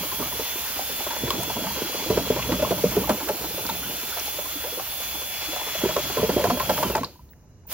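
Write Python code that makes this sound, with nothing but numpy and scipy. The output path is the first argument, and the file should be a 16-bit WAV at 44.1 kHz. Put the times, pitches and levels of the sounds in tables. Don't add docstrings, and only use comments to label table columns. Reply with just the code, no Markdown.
import sys
import numpy as np
from scipy import signal
from scipy.fft import rfft, irfft, next_fast_len
from scipy.io import wavfile
from scipy.ndimage import uniform_filter1d, map_coordinates

SR = 44100
rng = np.random.default_rng(int(sys.argv[2]) if len(sys.argv) > 2 else 0)


def materialize(psi):
    bounded = np.clip(np.atleast_2d(psi).T, -1, 1)
    quanta = np.round(bounded * 32767).astype(np.int16)
    wavfile.write(sys.argv[1], SR, quanta)


N = 340893


def amp(db):
    return 10 ** (np.asarray(db) / 20)


def unit(x):
    return x / np.sqrt(np.mean(x ** 2) + 1e-20)


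def crest(x, size=350):
    return x / np.sqrt(uniform_filter1d(x ** 2, size, axis=-1).max() + 1e-20)


def along(points, hz):
    f, v = np.transpose(points)
    return np.interp(np.log(hz + 1), np.log(f + 1), v)


def curves(rows):
    s, *cols = np.transpose(rows)
    return [np.interp(np.arange(N) / SR, s, c) for c in cols]


def wobble(rate):
    return map_coordinates(rng.standard_normal(8192), [np.arange(N) * rate / SR], mode="wrap")


def filtered(x, response):
    n = x.shape[-1]
    m = next_fast_len(n + 3000)
    return irfft(rfft(x, m) * response(np.fft.rfftfreq(m, 1 / SR)), m)[..., :n]


def coloured(x, spectrum):
    return unit(filtered(x, lambda hz: amp(along(spectrum, hz))))


def resonance(hz, centre, width):
    return 1j * hz * width / (centre ** 2 - hz ** 2 + 1j * hz * width)


def add(track, s, sound):
    part = track[..., max(round(s * SR), 0):][..., :sound.shape[-1]]
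    part += sound[..., :part.shape[-1]]


# frequency in Hz, likeness where 1 is identical.
LEFT_RIGHT_LIKENESS = [(100, 0.95), (600, 0.89), (1400, 0.63), (3000, 0.95), (4500, 0.22), (8000, 0.54),
                       (12000, 0.87), (15000, 0.12)]


def spread(pair):
    turn = lambda hz: np.arccos(np.clip(along(LEFT_RIGHT_LIKENESS, hz), -1, 1)) / 2
    mid, side = filtered(pair, lambda hz: np.array([np.cos(turn(hz)), np.sin(turn(hz))]))
    return np.array([mid + side, mid - side])


# centre in Hz (a shift may detune it), width in Hz, relative level in dB.
BUCKET_MODES = [(108.6, 13, -3.5), (186.2, 11.6, 3.5), (252.5, 18.4, 3), (354, 49, -4.5), (413, 49, -1.5),
                (491, 49, -1.5), (600, 21, 1.5), (696, 35, -10.5), (855, 26, -4.5), (987, 65, -5),
                (1120, 93, -17), (1352, 28, -10), (1660, 330, -44)]


def bucket(x, lo_hz=0, hi_hz=SR, shift=1):
    modes = [mode for mode in BUCKET_MODES if lo_hz <= mode[0] < hi_hz]

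    def ringing(hz):
        return sum((-1) ** k * amp(db) * resonance(hz, centre * shift, width)
                   for k, (centre, width, db) in enumerate(modes))

    return filtered(x, ringing)


RELEASE_S, EASE_S = 6.8, 0.26
RESTART_S, SQUEEZE_S = 7.665, 0.066
INERTIA_S = 0.13


def motor():
    t = np.arange(N) / SR
    easing = np.clip(1 - (t - RELEASE_S) / EASE_S, 0, 1)
    squeezing = np.clip((t - RESTART_S) / SQUEEZE_S, 0, 1) ** 2
    current = easing + squeezing
    keep = np.exp(-1 / (INERTIA_S * SR))
    lagging_drop = signal.lfilter([1 - keep], [1, -keep], 1 - current)
    return current, np.clip(1 - lagging_drop, 0, 1)


# time in seconds, churn in dB at full rotor speed.
CHURN_LEVEL = [(0.0, -32), (0.64, -49), (1.31, -37), (1.7, -38), (1.88, -34), (2.06, -30.5), (2.31, -56),
               (3.09, -36), (3.24, -35), (3.79, -42), (5.38, -53.5), (6.25, -43.5), (6.36, -46), (6.8, -28)]
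# start in seconds, end of the hold in seconds, surge level in dB before the layer gains.
HEAVE_SURGES = [(0.0, 0.37, -46.5), (1.19, 1.76, -42.5), (2.055, 3.11, -36), (3.393, 3.917, -45.5),
                (5.773, 6.13, -42.5), (6.173, 6.498, -34), (6.498, 7.035, -39)]
SURGE_RISE_S, SURGE_FALL_S = 0.017, 0.071
CALM_HEAVE_DB, SURGE_CHURN_DB = -56.5, 5.5


def stirring():
    t = np.arange(N) / SR
    surges = []
    for start, end, db in HEAVE_SURGES:
        rise, fall = (t - start) / SURGE_RISE_S, 1 - (t - end) / SURGE_FALL_S
        surges.append(amp(db) * np.clip(np.minimum(rise, fall), 0, 1))
    surge = np.max(surges, axis=0)
    current, speed = motor()
    paddle = amp(curves(CHURN_LEVEL)[0]) * speed ** 2
    return np.hypot(paddle, amp(SURGE_CHURN_DB) * surge), np.hypot(surge, amp(CALM_HEAVE_DB))


BLADES = 12
LOAD_WAVER, SURGE_WAVER = 0.001054, 0.005
# time in seconds, pitch in Hz with the trigger held, before it wavers.
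LOADED_PITCH = [(0.0, 3275), (0.12, 3355), (0.2, 3368), (0.3, 3416), (0.39, 3410), (0.47, 3452),
                (0.65, 3490), (1.01, 3446), (1.1, 3403), (1.22, 3422), (1.35, 3375), (1.42, 3402),
                (1.63, 3349), (1.71, 3282), (1.85, 3330), (1.99, 3405), (2.14, 3316), (2.35, 3365),
                (2.6, 3395), (2.68, 3355), (2.85, 3380), (2.95, 3422), (3.21, 3449), (3.53, 3457),
                (3.8, 3440), (4.0, 3466), (4.22, 3428), (4.3, 3444), (4.55, 3425), (4.7, 3392),
                (4.92, 3432), (5.2, 3434), (5.34, 3394), (5.5, 3424), (5.66, 3420), (5.91, 3334),
                (6.12, 3400), (6.36, 3282), (6.5, 3295), (6.62, 3355), (6.7, 3305), (6.82, 3375),
                (6.85, 3215), (6.95, 3370)]


def rotor():
    current, speed = motor()
    churning, heaving = stirring()
    flutter = SURGE_WAVER * (heaving / heaving.max()) ** 2 * wobble(45)
    blade_hz = curves(LOADED_PITCH)[0] * speed * (1 + LOAD_WAVER * wobble(9) + flutter)
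    jittered_hz = blade_hz * (1 + 0.0015 * wobble(30))
    return blade_hz, 2 * np.pi * np.cumsum(jittered_hz) / BLADES / SR


# time in seconds, level in dB before its gain and the effects of speed and housing.
WHINE_LEVEL_CURVE = [(0.0, -43), (0.3, -42.5), (0.53, -42.5), (0.76, -47), (0.86, -42), (1.27, -39),
                     (1.78, -42.5), (2.05, -39.5), (2.13, -46), (2.24, -41.5), (2.6, -40), (2.87, -47),
                     (3.1, -47), (3.34, -54.5), (3.53, -44.5), (4.75, -42.5), (4.79, -49), (4.87, -51),
                     (4.9, -42), (5.83, -38), (6.3, -42.5), (6.76, -42.5), (6.87, -41), (6.9, -49),
                     (6.95, -42)]
WHINE_DB, WHINE_LAW = 1.5, 3.4
HOUSING_HZ, HOUSING_WIDTH_HZ, HOUSING_DB = 2600, 230, 8


def whine(blade_hz, angle, speed):
    level = amp(curves(WHINE_LEVEL_CURVE)[0] + WHINE_DB + 1.22 * wobble(30))
    phases, sides = np.array([[0.7], [0]]), amp([[1.5], [-1.5]])
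    tone = level * np.sqrt(2) * np.sin(BLADES * angle + phases) * sides
    housing = 1 + amp(HOUSING_DB) * np.exp(-((blade_hz - HOUSING_HZ) / HOUSING_WIDTH_HZ) ** 2)
    return tone * housing * speed ** WHINE_LAW


# multiple of its turn rate, relative level in dB before it drifts.
ROTOR_ORDERS = [(11, -18), (20, -16), (24, -26), (25, -12), (27, -19), (37, -9.5), (47, -5)]
# time in seconds, level in dB at full rotor speed.
GEAR_LEVEL_CURVE = [(0, -57), (1.55, -62), (1.75, -46), (2.0, -45), (2.9, -57), (5.3, -54), (5.7, -53),
                    (6.8, -58)]
# time in seconds, level of the fan air in dB,
# level of the brush hiss in dB, both before their gains and the motor's effect.
DRILL_SWING = [(0.03, -35.5, -32.5), (0.07, -36.5, -31), (2.42, -34.5, -35.5), (2.8, -35.5, -33),
               (3.23, -37.5, -33), (4.12, -36.5, -33.5), (4.91, -38, -33), (5.57, -35, -34.5),
               (5.89, -33.5, -34), (6.61, -36.5, -33.5), (6.8, -35, -30)]
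GEAR_ORDER = 15
FREE_HZ, ORDER_DB_PER_HZ = 3440, 0.05


def rotor_tones(angle, speed):
    sway = lambda k: np.array([1.2 * wobble(9) + k / 42 * wobble(330) for port in "LR"])
    orders = sum(amp(db + 2 * wobble(8)) * np.sin(round(k) * angle + sway(k)) for k, db in ROTOR_ORDERS)
    orders *= amp(ORDER_DB_PER_HZ * (curves(LOADED_PITCH)[0] - FREE_HZ))
    gear = amp(curves(GEAR_LEVEL_CURVE)[0]) * np.sqrt(2) * np.sin(GEAR_ORDER * angle + sway(GEAR_ORDER))
    air_db, brush_db = curves(DRILL_SWING)
    return (orders * amp(air_db + 2) + gear) * speed ** 6


def shifting(x, patchy_db):
    z = signal.stft(x, nperseg=512)[2]
    field = rng.standard_normal(z.shape[1:])
    field = uniform_filter1d(uniform_filter1d(field, size=5, axis=0), size=22, axis=1)
    return signal.istft(z * amp(patchy_db * unit(field)), nperseg=512)[1][:, :N]


# frequency in Hz, relative density in dB per Hz.
AIR_COLOUR = [(60, -13), (300, -4.5), (600, 3), (950, 3), (1200, 1), (1400, 3), (1900, 0.5), (2500, 5),
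              (3100, 5), (3600, 1.5), (4300, 4), (5200, 1.5), (7000, 2.5), (11000, -22.5)]
AIR_DB, AIR_PATCHY_DB = 4.0, 1.3
AIR_LAW, STRAIN_DB = 2, 2


def fan_air(angle, current, speed):
    noise = shifting(rng.standard_normal((2, N)), AIR_PATCHY_DB) * (1 + 0.12 * np.sin(8 * angle))
    air_db, brush_db = curves(DRILL_SWING)
    level = amp(air_db + AIR_DB + 0.65 * wobble(25))
    strain = amp(STRAIN_DB) * np.maximum(current - speed, 0)
    return spread(coloured(noise, AIR_COLOUR)) * level * (speed ** AIR_LAW + strain)


# frequency in Hz, relative density in dB per Hz.
BRUSH_COLOUR = [(1500, -40), (5000, -22), (7000, -21), (9500, -4), (10300, -4), (10700, 2), (11600, -4),
                (13000, -2.5), (13700, 2), (14500, 5), (15700, 3)]
BRUSH_DB, DRY_BRUSH_DB = 5.5, -19.5
SPARK_LAW, RUB_LAW = 0.99, 0.77


def brushes(angle, current, speed):
    contact = 1 + 0.2 * np.sin(4 * angle) + 0.15 * np.sin(2 * angle) + 0.13 * np.sin(3 * angle)
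    place = angle * 150 / (2 * np.pi) % 150
    worn = np.array([map_coordinates(rng.standard_normal(150), [place], mode="grid-wrap") for port in "LR"])
    sparks = rng.standard_normal((2, N)) * contact * amp(1.5 * wobble(1000)) + 0.2 * worn
    air_db, brush_db = curves(DRILL_SWING)
    hiss = spread(coloured(sparks, BRUSH_COLOUR)) * amp(brush_db + BRUSH_DB + 0.38 * wobble(8.1))
    return hiss * np.maximum(current ** SPARK_LAW, amp(DRY_BRUSH_DB) * speed ** RUB_LAW)


def drill():
    current, speed = motor()
    blade_hz, angle = rotor()
    tones = whine(blade_hz, angle, speed) + rotor_tones(angle, speed)
    return tones + fan_air(angle, current, speed) + brushes(angle, current, speed)


def bubble(t, hz, life, rise):
    pitch = hz * (1 + rise * (np.minimum(t / life, 1) - 0.2))
    ring = np.sin(2 * np.pi * np.cumsum(pitch, -1) / SR)
    return ring * amp(-60 * t / life) * (1 - np.exp(-t * hz / 0.5))


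# frequency in Hz, relative density in dB per Hz.
HEAVE_COLOUR = [(20, -29), (40, -38), (60, 3.5), (85, -9.5), (120, -2.5), (200, -5.5), (500, -56)]
SETTLE_DB = -63.5


def churn(count=800):
    churning, heaving = stirring()
    t = np.arange(SR // 12) / SR
    bubbles = np.zeros(N)
    for when, pitch, size in rng.uniform(size=(count, 3)):
        hz = 280 * 5 ** pitch
        add(bubbles, when * N / SR, amp(11.0 * size - 3 * pitch) * bubble(t, hz, 26 / hz, rise=0.55))
    folds = spread(unit(bucket(rng.standard_normal((2, N)) * amp(6.3 * wobble(35)))))
    murmur = amp(-6.0) * folds + amp(-5.5) * unit(bubbles)
    heave = spread(coloured(rng.standard_normal((2, N)), HEAVE_COLOUR))
    return murmur * churning + folds * amp(SETTLE_DB) + heave * heaving * amp(1.5)


# frequency in Hz, relative density in dB per Hz.
YARD_COLOUR = [(15, -58), (25, -25), (39, -18.5), (66, -8.5), (90, -15), (109, -18), (2780, -51),
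               (3180, -59), (6540, -43.5), (8780, -61), (15000, -66)]
# centre in Hz, width in Hz, relative level in dB.
STANDING_TONES = [(2870, 31, 5), (3970, 22, 1), (5770, 40, -11)]
YARD_DB, STANDING_TONES_DB = -49, -78


def quiet_yard():
    bed = amp(YARD_DB) * spread(coloured(rng.standard_normal((2, N)), YARD_COLOUR))
    ringing = lambda hz: sum(amp(db) * resonance(hz, c, w) for c, w, db in STANDING_TONES)
    tones = filtered(rng.standard_normal((2, N)), ringing)
    return bed + amp(STANDING_TONES_DB) * unit(tones)


PLOP_SHAPE, PLOP_CLIMB = 1.27, 0.041


def plop(t, hz, swell):
    u = t / swell
    pitch = hz * 2 ** (PLOP_CLIMB * (np.minimum(u, 5) - 1))
    return np.sin(2 * np.pi * np.cumsum(pitch) / SR) * (u * np.exp(1 - u)) ** PLOP_SHAPE


def gurgle(t, hz, life, climb):
    pitch = hz * 2 ** (climb * (np.minimum(t / life, 1) - 0.25))
    angle = 2 * np.pi * np.cumsum(pitch) / SR
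    a, b = (map_coordinates(rng.standard_normal(64), [t * 220], mode="nearest") for part in "ab")
    rough = (1 + 1.8 * a) * np.sin(angle) + 1.34 * b * np.cos(angle)
    return rough * (1 - np.exp(-t / 0.0033)) * amp(-30 * t / life)


WASH_T60_S, WASH_RISE_S = 0.16, 0.007
WASH_LUMPY_DB = 8
SLOSH_DETUNE = 0.07


def wash(t):
    lumps = amp(WASH_LUMPY_DB * map_coordinates(rng.standard_normal(64), [t * 200], mode="nearest"))
    envelope = (1 - np.exp(-t / WASH_RISE_S)) * amp(-60 * t / WASH_T60_S)
    flow = rng.standard_normal((2, len(t))) * lumps * envelope
    return bucket(flow, lo_hz=300, shift=1 + SLOSH_DETUNE * rng.uniform(-1.17, 1))


POCKET_HZ = 482
PUSH_SWELLS = 0.99
BOOM_DB, BOOM_DB_PER_OCTAVE, VIOLENT_BOOM_DB = -21, -16.5, 9
BODY_DB, BODY_DB_PER_OCTAVE, VIOLENT_BODY_DB = -10.5, -7.5, 4.5
# frequency in Hz, relative density in dB per Hz.
DROPLET_COLOUR = [(600, -33), (1000, 5), (1500, 12), (2200, 5.5), (4000, 2), (8000, -2), (15000, -7)]
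SLAP_DB, SPRAY_DB = -5, -5.5


def knock(t, db, hz, slap_db, swell, violence):
    octaves = np.log2(hz / POCKET_HZ)
    push = lambda: rng.standard_normal((2, len(t))) * np.exp(-(t / (PUSH_SWELLS * swell)) ** 2)
    burst = lambda life: rng.standard_normal((2, len(t))) * (1 - np.exp(-t / 0.0011)) * amp(-60 * t / life)
    boom_db = db + BOOM_DB + BOOM_DB_PER_OCTAVE * max(octaves, 0) + VIOLENT_BOOM_DB * violence
    boom = amp(boom_db) * crest(bucket(push(), hi_hz=300))
    body_db = db + BODY_DB + BODY_DB_PER_OCTAVE * abs(octaves) + VIOLENT_BODY_DB * violence
    body = amp(body_db) * crest(bucket(push(), lo_hz=300, hi_hz=790))
    slap = amp(slap_db + SLAP_DB) * crest(bucket(burst(0.062), lo_hz=790))
    droplets = amp(4 * np.repeat(rng.standard_normal(len(t)), 40)[:len(t)])
    spray = amp(slap_db + SPRAY_DB) * crest(coloured(burst(0.068) * droplets, DROPLET_COLOUR))
    return boom + body + slap + spray


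SMALL_DB, SMALL_SCATTER_DB, SMALL_SLAP_DB = -32.5, 7, -3
SMALL_LOW_HZ, SMALL_OCTAVES = 301.3, 1.8
SMALL_FOLLOWS = 0.16


def small_gulps(count=46):
    when, pitch, size = rng.uniform(size=(count, 3)).T
    s = (np.arange(count) + when) / count * RELEASE_S
    churn_db = np.interp(s, *np.transpose(CHURN_LEVEL))
    db = SMALL_DB + SMALL_FOLLOWS * (churn_db - churn_db.mean()) + SMALL_SCATTER_DB * (1 - 2 * size)
    hz = SMALL_LOW_HZ * 2 ** (SMALL_OCTAVES * pitch)
    return list(zip(s, db, hz, db + SMALL_SLAP_DB, np.full(count, 0.005)))


# start in seconds, reference peak in dB, pocket pitch in Hz,
# reference slap in dB, swell in seconds; each layer sets its gain against these levels.
AIR_POCKETS = [(0.008, -25, 174, -45, 0.0074), (0.029, -30, 1220, -46, 0.005),
               (0.221, -20.5, 1130, -40, 0.0029), (0.393, -20.5, 426, -30.5, 0.0049),
               (0.587, -36, 710, -49, 0.005), (0.791, -18.5, 714, -32, 0.0031),
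               (0.893, -27, 482, -37, 0.006), (1.004, -21.5, 810, -39, 0.002),
               (1.065, -20, 600, -26.5, 0.0041), (1.105, -22, 900, -24.5, 0.0048),
               (1.162, -26, 558, -29, 0.0041), (1.235, -14, 350, -38, 0.002),
               (1.237, -17.5, 128, -55, 0.0071), (1.276, -18, 375, -29, 0.0055),
               (1.305, -11.5, 1070, -28, 0.0021), (1.378, -23, 336, -66, 0.0083),
               (1.388, -25, 125, -44, .008), (1.4, -25, 634, -44, .004), (1.43, -22, 954, -33, 0.0048),
               (1.497, -22, 860, -27, 0.0051), (1.563, -21, 246, -32, .005), (1.589, -20, 600, -53, .006),
               (1.618, -24, 256, -44, 0.011), (1.635, -24, 643, -30, 0.016),
               (1.658, -24.5, 193, -43, 0.017), (1.704, -26, 910, -39, 0.0047),
               (1.763, -23, 527, -32, 0.01), (1.818, -15.5, 430, -31, 0.0026),
               (1.945, -20, 512, -35, 0.0038), (2.1, -9, 394, -26.5, 0.0027),
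               (2.107, -12.5, 433, -38, 0.011), (2.172, -8, 466, -25, 0.0028), (2.19, -19, 660, -40, 0.006),
               (2.301, -8.5, 422, -33, 0.0039), (2.361, -16.5, 380, -26, 0.0067),
               (2.391, -21, 1047, -31, 0.0038), (2.491, -14, 495, -32.5, 0.0072),
               (2.518, -10.5, 280, -21.5, 0.0039), (2.53, -15.5, 255, -38, 0.0085),
               (2.553, -25, 594, -41.5, 0.0053), (2.593, -17.5, 600, -30, 0.008),
               (2.622, -11, 593, -25, 0.0078), (2.648, -13, 1030, -48, 0.0024),
               (2.708, -10, 415, -24, 0.0021), (2.717, -10, 652, -36, 0.0044),
               (2.779, -22, 597, -27.5, 0.0053), (2.837, -7.5, 454, -30, 0.0045),
               (2.846, -14, 182, -43, 0.013), (2.963, -9, 410, -23, 0.0093), (2.966, -15, 182, -43, 0.016),
               (3.04, -22, 1090, -43, 0.0029), (3.075, -21, 847, -33.5, 0.0051),
               (3.092, -9.5, 618, -16, 0.0035), (3.1, -7.5, 440, -25, 0.0013),
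               (3.104, -14, 200, -47, 0.013), (3.143, -31, 340, -40, .005), (3.172, -30, 514, -37, 0.01),
               (3.199, -30, 796, -28.5, 0.0045), (3.262, -30, 387, -46, 0.0099),
               (3.286, -17.5, 532, -20.5, 0.0064), (3.3, -16, 402, -48, 0.0043),
               (3.439, -22.5, 340, -28, 0.0032), (3.578, -21.5, 502, -33, 0.0026),
               (3.65, -25, 273, -30, 0.0046), (3.688, -18, 879, -24.5, 0.0075),
               (3.828, -27, 1410, -42, .004), (3.898, -23.5, 329, -42, 0.0032),
               (4.123, -26.5, 1436, -49, 0.0049), (4.167, -22, 650, -27, 0.0022),
               (4.208, -30, 386, -54, 0.0041), (4.276, -24.5, 820, -43, 0.0039),
               (4.385, -22, 567, -31.5, 0.0063), (4.452, -27, 1010, -42, 0.0045),
               (4.554, -28, 286, -49, 0.0098), (4.637, -26, 482, -29.5, 0.011),
               (4.662, -27, 596, -38, 0.014), (4.72, -29, 480, -51, 0.014), (4.774, -19.5, 495, -40, 0.005),
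               (4.795, -23.5, 740, -30, 0.0055), (5.48, -30, 306, -38, 0.012),
               (5.529, -26, 594, -35, 0.0055), (5.56, -22.5, 712, -32, 0.0062),
               (5.614, -21, 960, -38, 0.0024), (5.75, -22, 624, -46, 0.005), (5.812, -28, 590, -30, 0.0071),
               (5.836, -8.5, 315, -25, 0.0023), (5.851, -13, 372, -33, 0.0089),
               (5.888, -16.5, 610, -27, 0.0094), (5.962, -11.5, 562, -22, 0.011),
               (5.963, -15, 1060, -27, .004), (6.169, -11, 436, -24, 0.0053), (6.178, -17, 1006, -33, .006),
               (6.19, -17, 430, -35, 0.0067), (6.227, -8.5, 428, -31, 0.0096),
               (6.292, -9.5, 419, -22.5, 0.0055), (6.364, -7, 348, -36, 0.0023),
               (6.373, -16, 700, -33, 0.0053), (6.393, -14, 580, -29, 0.0088),
               (6.439, -11.5, 483, -17, 0.0028), (6.448, -11, 682, -32, .006),
               (6.469, -18, 960, -40, 0.0033), (6.498, -12, 685, -18, 0.0082),
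               (6.512, -13.5, 241, -37, 0.017), (6.569, -21.5, 584, -34, 0.0059),
               (6.599, -14.5, 1033, -18.5, 0.0078), (6.693, -11, 596, -16, 0.0067),
               (6.705, -15, 533, -35, 0.0047), (6.775, -19.5, 608, -23, 0.021),
               (6.827, -10.5, 916, -19, 0.004), (6.898, -13, 535, -24, 0.0034),
               (6.95, -8, 863, -16.5, 0.0053), (6.975, -16.5, 640, -26, 0.0064),
               (7.007, -19, 256, -38, 0.0093), (7.032, -13.5, 1053, -25, 0.0031)]
PLOP_DB, GURGLE_DB, WASH_DB = -8.5, -12, -18.5
GURGLE_LOSS_DB = 15
SHED_DB = -0.5


def gulps(count=2):
    out, t = np.zeros((2, N)), np.arange(SR // 8) / SR
    current, speed = motor()
    for s, db, hz, slap_db, swell in list(AIR_POCKETS) + small_gulps():
        violence = np.clip((db + 26) / 20, 0, 1)
        turning = speed[round(s * SR)] ** 2
        sound = knock(t, db, hz, slap_db, swell, violence)
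        if violence > 0:
            sound += turning * violence * amp(db + WASH_DB) * crest(wash(t))
        sound[0] += amp(db + PLOP_DB + 1.25 * violence) * crest(plop(t, hz, swell))
        gurgle_gain = turning * amp(db + GURGLE_DB - GURGLE_LOSS_DB * violence)
        sound[0] += gurgle_gain * crest(gurgle(t, hz, life=0.07, climb=0.7))
        add(out, s, sound)
        for delay, pitch in rng.uniform(size=(count, 2)):
            small_hz = 650 * 2 ** pitch
            shed = crest(bubble(t, small_hz, 32 / small_hz, rise=0.5))
            add(out[0], s + 0.03 * delay, turning * amp(slap_db + SHED_DB - 16.0 * delay) * shed)
    return spread(out)


# start in seconds, level in dB before an 11 dB cut, ring pitch in Hz,
# time in seconds for the ring's drive to fall 60 dB.
CRACKS_AND_RINGS = [(1.305, -7.5, 3240, 0.018), (1.433, -12, 8350, 0.025), (2.425, -9, 2590, 0.088),
                    (3.665, -14, 4800, 0.027), (3.698, -15.5, 3930, 0.041), (4.197, -16, 5550, 0.038),
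                    (4.278, -20.5, 4500, 0.027), (6.698, -13, 1700, 0.053), (6.967, -18, 7200, 0.036),
                    (7.045, -13, 4430, 0.07), (7.047, -31, 4400, 0.41), (7.29, -48, 4000, 0.05),
                    (7.332, -39, 1730, 0.039)]


def clinks_and_slap():
    out, t = np.zeros((2, N)), np.arange(SR // 4) / SR
    for s, db, hz, life in CRACKS_AND_RINGS:
        crack, tail = rng.standard_normal((2, 2, len(t)))
        damped = 0.12 * (0.05 / life) ** 2
        crack_modes = lambda f: resonance(f, hz, 0.3 * hz) ** 2 + damped * resonance(f, hz, 1.2 * hz)
        ring = filtered(crack * amp(-60 * t / 0.02), crack_modes)
        ring += filtered(tail * amp(-9 - 60 * t / life), lambda f: resonance(f, hz, 0.25 * hz) ** 2)
        add(out, s, amp(db - 11.0) * crest(ring))
    return spread(out)


# start in seconds, level in dB, bubble pitch in Hz around which it climbs.
FALLING_DROPS = [(7.157, -49, 985), (7.193, -46.5, 990), (7.652, -53, 905)]


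def drips():
    out, t = np.zeros((2, N)), np.arange(SR // 10) / SR
    for s, db, hz in FALLING_DROPS:
        add(out, s, amp(db) * crest(bubble(t, hz, life=0.047, rise=0.17)))
    return out


# start in seconds, level in dB, pitch in Hz.
SWITCH_CHIRPS = [(7.3, -47, 15700), (7.667, -39, 15100)]


def trigger():
    out, t = np.zeros(N), np.arange(SR // 10) / SR
    for s, db, hz in SWITCH_CHIRPS:
        burst = rng.standard_normal(len(t)) * (1 - np.exp(-t / 0.004)) * amp(-60 * t / 0.074)
        squeal = filtered(burst, lambda f: resonance(f, hz, 348) ** 2)
        add(out, s, amp(db) * crest(squeal))
    return out


def scene():
    return drill() + churn() + quiet_yard() + gulps() + clinks_and_slap() + drips() + trigger()


# frequency in Hz, gain in dB.
MIC_DIP = [(7150, -2), (7500, -3.5), (8200, -9), (9000, -2), (9800, -2)]
# frequency in Hz, left minus right in dB.
PORT_TILT = [(100, -1), (300, -2.5), (600, 0), (3400, 0.1), (6000, -.5), (10800, 0), (12500, -1.5),
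             (14000, -4.5)]
TOP_HZ, PORT_LAG_S = 15800, 68e-6


def record(dry):
    sides = np.array([[1], [-1]])
    lag = lambda hz: np.exp(-sides * 1j * np.pi * hz * PORT_LAG_S)
    ports = lambda hz: amp(along(MIC_DIP, hz) + sides * along(PORT_TILT, hz) / 2)
    return filtered(dry, lambda hz: ports(hz) * lag(hz) * (hz < TOP_HZ))


dry = scene()
out = record(dry)
materialize(out)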